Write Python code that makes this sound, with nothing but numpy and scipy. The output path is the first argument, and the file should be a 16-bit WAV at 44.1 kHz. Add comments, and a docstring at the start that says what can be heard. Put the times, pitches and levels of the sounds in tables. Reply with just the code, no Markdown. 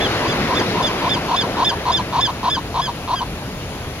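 """Surf washes steadily on a beach and wind rumbles lightly on two closely spaced microphones.
At the outset a broken wave is rushing in, and a gull gives one thin squeal, then a long series of calls.
Each call starts as a quickening growl of pulses that ring the throat, breaks into a high arching
squeal of four harmonics and drops back into the growl. The wave runs out as the calls go on;
the last calls sink in pitch, and surf and wind remain."""
import sys
import numpy as np
from scipy import signal
from scipy.fft import rfft, irfft
from scipy.io import wavfile
from scipy.ndimage import uniform_filter1d

SR = 44100
rng = np.random.default_rng(int(sys.argv[2]) if len(sys.argv) > 2 else 0)


def transcribe(signal):
    """Save signal, clipped to [-1, 1], as a 16-bit WAV file at the path in sys.argv[1]."""
    frames = np.atleast_2d(signal).T
    limited = np.clip(frames, -1, 1)
    pcm = np.round(limited * 32767).astype(np.int16)
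    wavfile.write(sys.argv[1], SR, pcm)


N = 176400

# likeness of the two channels for wash and wind: frequency_hz, coherence
AMBIENT_COHERENCE = [(60, .997), (290, .98), (640, .94), (1200, .8), (2200, .6), (3300, .25), (6000, .45),
                     (9000, .1)]


def amp(db):
    """Amplitude grows tenfold with every 20 decibels."""
    return 10 ** (np.asarray(db) / 20)


def unit(x):
    """Normalisation to an rms of 1."""
    return x / np.sqrt(np.mean(x ** 2) + 1e-20)


def at_frequency(points, hz):
    """Interpolation on a logarithmic frequency axis."""
    f, value = np.transpose(points)
    return np.interp(np.log(hz + 1), np.log(f + 1), value)


def envelope(curve):
    """An amplitude envelope, linear in decibels between its points."""
    return amp(np.interp(np.arange(N) / SR, *np.transpose(curve)))


def add(mix, start_s, sound):
    """Superposition: a sound adds to the mix from its start time."""
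    part = mix[max(round(start_s * SR), 0):][:len(sound)]
    part += sound[:len(part)]


def wander(count, size):
    """Low-passed noise: a smooth random fluctuation of rms near 1."""
    return unit(uniform_filter1d(uniform_filter1d(rng.standard_normal(SR // 4), size), size))[:count]


def rush(spectrum, coherence, patchy_db, flicker_db, left_lead_s=.000105):
    """Partly coherent noise from the left, modulated in drifting patches and by a broadband flicker."""
    balance = [(60, 0.5), (110, 0.58), (200, 0.49), (380, 0.8), (700, 0.32), (1290, 2.3), (2380, 0.81),
               (4400, 5.3), (8120, 3.9), (15000, 0.21)]  # channel difference: frequency_hz, left_minus_right_db
    frames, hz = N // 256 + 6, np.fft.rfftfreq(1024, 1 / SR)
    a, b, c, d, patches = rng.standard_normal((5, frames, len(hz))).transpose(0, 2, 1)
    patches = unit(uniform_filter1d(uniform_filter1d(patches, size=12, axis=0), size=12, axis=1))
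    flicker = unit(uniform_filter1d(rng.standard_normal(frames), size=5))
    same = np.clip(at_frequency(coherence, hz), -1, 1)[:, None]
    delay = np.exp(-2j * np.pi * hz * left_lead_s)[:, None]
    left = a + 1j * b
    right = (same * left + np.sqrt(1 - same ** 2) * (c + 1j * d)) * delay
    lean = amp(at_frequency(balance, hz) / 2)[:, None]
    bands = np.array([left * lean, right / lean]) * amp(patchy_db * patches + flicker_db * flicker)
    noise = signal.istft(bands, nperseg=1024, noverlap=768)[1][:, :N]
    colour = amp(at_frequency(spectrum, np.fft.rfftfreq(N, 1 / SR)))
    return unit(irfft(rfft(noise) * colour, N))


def wind():
    """Airflow over the microphones makes low-frequency noise that swells with the breeze."""
    spectrum = [(12, -40), (25, -22), (34, -14), (45, -6.5), (80, -1.5), (140, -3), (220, -11), (500, -13),
                (2000, -68)]  # rumble: frequency_hz, relative_density_db
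    breeze = [(0, -33), (1.3, -40.5), (1.7, -30.5), (2.4, -32.5), (3.1, -32.5), (3.55, -31.5), (3.75, -30),
              (4, -31)]  # swells: time_s, level_db
    return envelope(breeze) * rush(spectrum, AMBIENT_COHERENCE, patchy_db=-0.4, flicker_db=-1.5)


def surf():
    """Two broadband noises superpose: the steady wash of the shore and a near wave that runs out."""
    wash_spectrum = [(30, -1), (100, -9.5), (200, -8), (400, -14.5), (620, -13), (900, -15), (1600, -20),
                     (2600, -20), (4800, -26.5), (6500, -29.5), (9000, -32), (11200, -32.5), (13000, -39.5),
                     (15700, -44)]  # steady surf: frequency_hz, relative_density_db
    wave_spectrum = [(40, -14), (110, -1.5), (200, -1), (340, -0.5), (600, -3), (1000, -8.5), (2000, -10),
                     (3200, -14.5), (5000, -19.5), (7000, -29), (11000, -33.5), (15700, -48)]  # broken wave: frequency_hz, relative_density_db
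    wave_level = [(0, -19), (.35, -19.5), (.62, -19.5), (.95, -21), (1.4, -24.5), (1.9, -28), (2.5, -35),
                  (3.0, -46), (4, -41)]  # its run-out: time_s, level_db
    wave_coherence = [(60, .997), (550, .96), (1200, .8), (2100, .7), (3300, .47), (5300, .48), (7000, .1)]  # its channel likeness: frequency_hz, coherence
    wash = amp(-29) * rush(wash_spectrum, AMBIENT_COHERENCE, patchy_db=1.3, flicker_db=-0.16)
    wave = envelope(wave_level) * rush(wave_spectrum, wave_coherence, patchy_db=1.57, flicker_db=.5)
    return wash + wave


def ring(drive, modes):
    """Resonance: the drive is convolved with the impulse response of damped modes."""
    t = np.arange(SR // 60) / SR
    response = sum((-1) ** k * amp(db) * unit(t * np.exp(-np.pi * width * t) * np.sin(2 * np.pi * hz * t))
                   for k, (hz, width, db) in enumerate(modes))
    return np.convolve(drive, response)


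def growl(at_s, db, shape, stretch):
    """Source and filter: pulses and air puffs ring the throat. Negative stretch leads up to at_s."""
    # low and high throat resonances: frequency_hz, width_hz, relative_db
    low_modes = [(700, 150, -19), (985, 205, 0)]
    high_modes = [(3400, 2000, -14), (4290, 880, -15), (5710, 1600, -22)]
    spread, jitter, shimmer_db = .008, .018, .8
    puff_s, puff_share = 0.0017, 0.68
    times, rate, strength_db = np.transpose(shape)
    times = times * stretch
    t = np.arange(times[0], times[-1], 1 / SR)
    unevenness = 1 + spread * rng.uniform(-1, 1) + jitter * wander(len(t), size=120)
    rate = np.interp(t, times, rate) * unevenness
    pulses = np.diff(np.floor(np.cumsum(rate) / SR), prepend=-1)
    force_db = np.interp(t, times, strength_db) + shimmer_db * wander(len(t), size=60)
    snaps = pulses * amp(.5 * force_db) / np.sqrt(rate)
    airflow = signal.lfilter([1], [1, -np.exp(-1 / (puff_s * SR))], snaps)
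    puffs = airflow * rng.standard_normal(SR // 4)[:len(t)]
    voice = ring(unit(pulses * amp(force_db)), low_modes)
    voice += ring(puff_share * unit(puffs) + (1 - puff_share) * unit(snaps), high_modes)
    peak_rms = np.sqrt(uniform_filter1d(voice ** 2, size=400).max())
    return at_s + times[0], amp(db) * voice / peak_rms


def squeal(top_s, top_hz, db, lock, bright_db, rise_s, fall_s):
    """A harmonic tone arches in pitch; at the top its second harmonic can lock to a throat resonance."""
    partials = [-11.5, -4, -8, -16.5]  # harmonics 1-4: relative_db
    lock_changes = [-13, 10, -17, -17]  # the same harmonics at full lock: change_db
    end_hz, rise_share, arch_power = 1498, 0.81, 1.8
    edge_s, lock_s, swell_db_per_s = 0.0089, 0.014, 24
    jitter, shimmer = 0.0083, 0.26
    rasp_hz, rasp_s, crack_hz, crack_s = 347, 0.012, 3660, 0.0043
    t = np.arange(-rise_s, fall_s + edge_s / 2, 1 / SR)  # zero at the top of the arch
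    age = t + rise_s
    pitch = top_hz - (top_hz - end_hz) * np.where(t < 0, rise_share, 1) * abs(t / fall_s) ** arch_power
    locked = lock * np.exp(-abs(t / lock_s) ** 3)
    turns = np.cumsum(pitch * (1 + jitter * (1 - locked) * wander(len(t), size=60))) / SR
    voice = np.zeros(len(t))
    for k, (partial_db, change_db) in enumerate(zip(partials, lock_changes)):
        gain = amp(partial_db + change_db * locked + bright_db * max(k - 1, 0))
        flutter = 1 + shimmer * (1 - locked) * wander(len(t), size=130)
        voice += gain * flutter * np.sin(2 * np.pi * (k + 1) * turns)
    # as the voice breaks upward, the growl's pulsing lingers and the throat rings briefly
    rasp = 1 + 0.99 * np.exp(-(age / rasp_s) ** 2) * np.cos(2 * np.pi * rasp_hz * age)
    crack = lock * amp(2.5) * np.exp(-(age / crack_s - 1) ** 2) * np.sin(2 * np.pi * crack_hz * t)
    edges = np.clip(np.minimum(age, t[-1] - t) / edge_s, 0, 1)
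    return top_s - rise_s, np.sqrt(2) * amp(db + swell_db_per_s * t) * edges * (rasp * voice + crack)


def ground_scatter(voice, level_db=-17, t60_s=.11, delay_s=.005):
    """Diffuse reflection from the ground adds a short, exponentially decaying tail."""
    t = np.arange(SR // 4) / SR
    taps = rng.standard_normal((2, len(t))) * amp(-60 * t / t60_s) * (t > delay_s)
    taps /= np.linalg.norm(taps[0])
    return amp(level_db) * signal.fftconvolve(voice[None], taps, axes=1)[:, :N]


def gull():
    """The voice breaks between two registers; phase and level differences set it slightly right."""
    # lone squeal: top_s, top_hz, gain_db, lock_share, brightness_db_per_harmonic, rise_s, fall_s
    first_squeal = (.033, 1755, -20, 0., -18, .031, .036)
    # full calls: the same columns, then opening_growl_db, closing_growl_db, growl_stretch
    calls = [ (0.304, 1744, -30, 0.7, 6.5, 0.03, 0.028, -20.5, -30, 1.1),
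             (.576, 1785, -26.5, 1, 5, 0.029, 0.031, -18, -22, 0.95),
             (.852, 1775, -24, 1, 3, 0.03, 0.036, -18.5, -25, 1.2),
             (1.122, 1786, -22, 0.86, 1, 0.033, .034, -16.5, -21.5, 1.12),
             (1.392, 1790, -21.5, 0.84, 2, 0.034, .036, -15, -23, 1.13),
             (1.675, 1797, -19.5, 0.87, 1.5, 0.033, 0.035, -13.5, -21, 1.1),
             (1.951, 1797, -20, 0.86, 1.5, 0.036, 0.036, -12.5, -19, 0.92),
             (2.237, 1779, -19, 0.81, 1.5, .032, .037, -13.5, -20, 1.2),
             (2.529, 1766, -21, 0.7, 1, 0.034, .037, -13.5, -19.5, 0.98),
             (2.839, 1714, -23, 0.08, -0.5, 0.028, 0.037, -14.5, -20, 1.04),
             (3.168, 1638, -25, 0.02, -2.5, 0.017, 0.037, -14.5, -19.5, 1.13)]
    # growl contours before stretching: time_from_squeal_s, pulse_rate_hz, relative_db
    opening = [(.064, 160, -5), (.053, 192, -2), (.038, 240, 0), (.030, 260, -.5), (.024, 298, -2),
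               (.015, 326, 0), (.007, 354, 1.5), (0., 388, 0)]
    closing = [(0., 355, -7), (.011, 250, 0), (.018, 200, -.5), (.025, 160, -5), (.031, 135, -12)]
    phase = [(100, 0), (1000, -.38), (1700, -.7), (3500, -1.3), (7000, -1.44)]  # arrival at the microphones: frequency_hz, left_lead_rad
    balance = [(1000, 1.4), (1700, -2.5), (3100, -.8), (3550, -2.9), (5000, 1), (6700, -1)]  # channel difference: frequency_hz, left_minus_right_db
    pause_s = .002
    voice = np.zeros(N)
    add(voice, *squeal(*first_squeal))
    for top_s, top_hz, db, lock, bright_db, rise_s, fall_s, opening_db, closing_db, stretch in calls:
        add(voice, *growl(top_s - rise_s - pause_s, opening_db, opening, -stretch))
        add(voice, *squeal(top_s, top_hz, db, lock, bright_db, rise_s, fall_s))
        add(voice, *growl(top_s + fall_s, closing_db, closing, stretch))
    hz = np.fft.rfftfreq(N, 1 / SR)
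    to_left = amp(at_frequency(balance, hz) / 2) * np.exp(1j * at_frequency(phase, hz) / 2)
    direct = irfft(rfft(voice) * np.array([to_left, 1 / to_left]), N)
    return direct + ground_scatter(voice)


def scene():
    """Gull, surf and wind superpose at the microphones."""
    return gull() + surf() + wind()


def record(dry):
    """Linear filtering: a low cut, a deep notch in the treble and a steep band limit."""
    low_cut_hz, notch_hz, notch_half_width_hz, limit_hz = 32.6, 8180, 640, 15850
    hz = np.fft.rfftfreq(N, 1 / SR)
    notch = ((hz - notch_hz) / notch_half_width_hz) ** 2
    low = (hz / low_cut_hz) ** 4
    coloured = irfft(rfft(dry) * notch / (1 + notch) * low / (1 + low), N)
    band_limit = signal.firwin(511, limit_hz, window=("kaiser", 9), fs=SR)
    return signal.oaconvolve(coloured, band_limit[None], "same")


dry = scene()
out = record(dry)
transcribe(out)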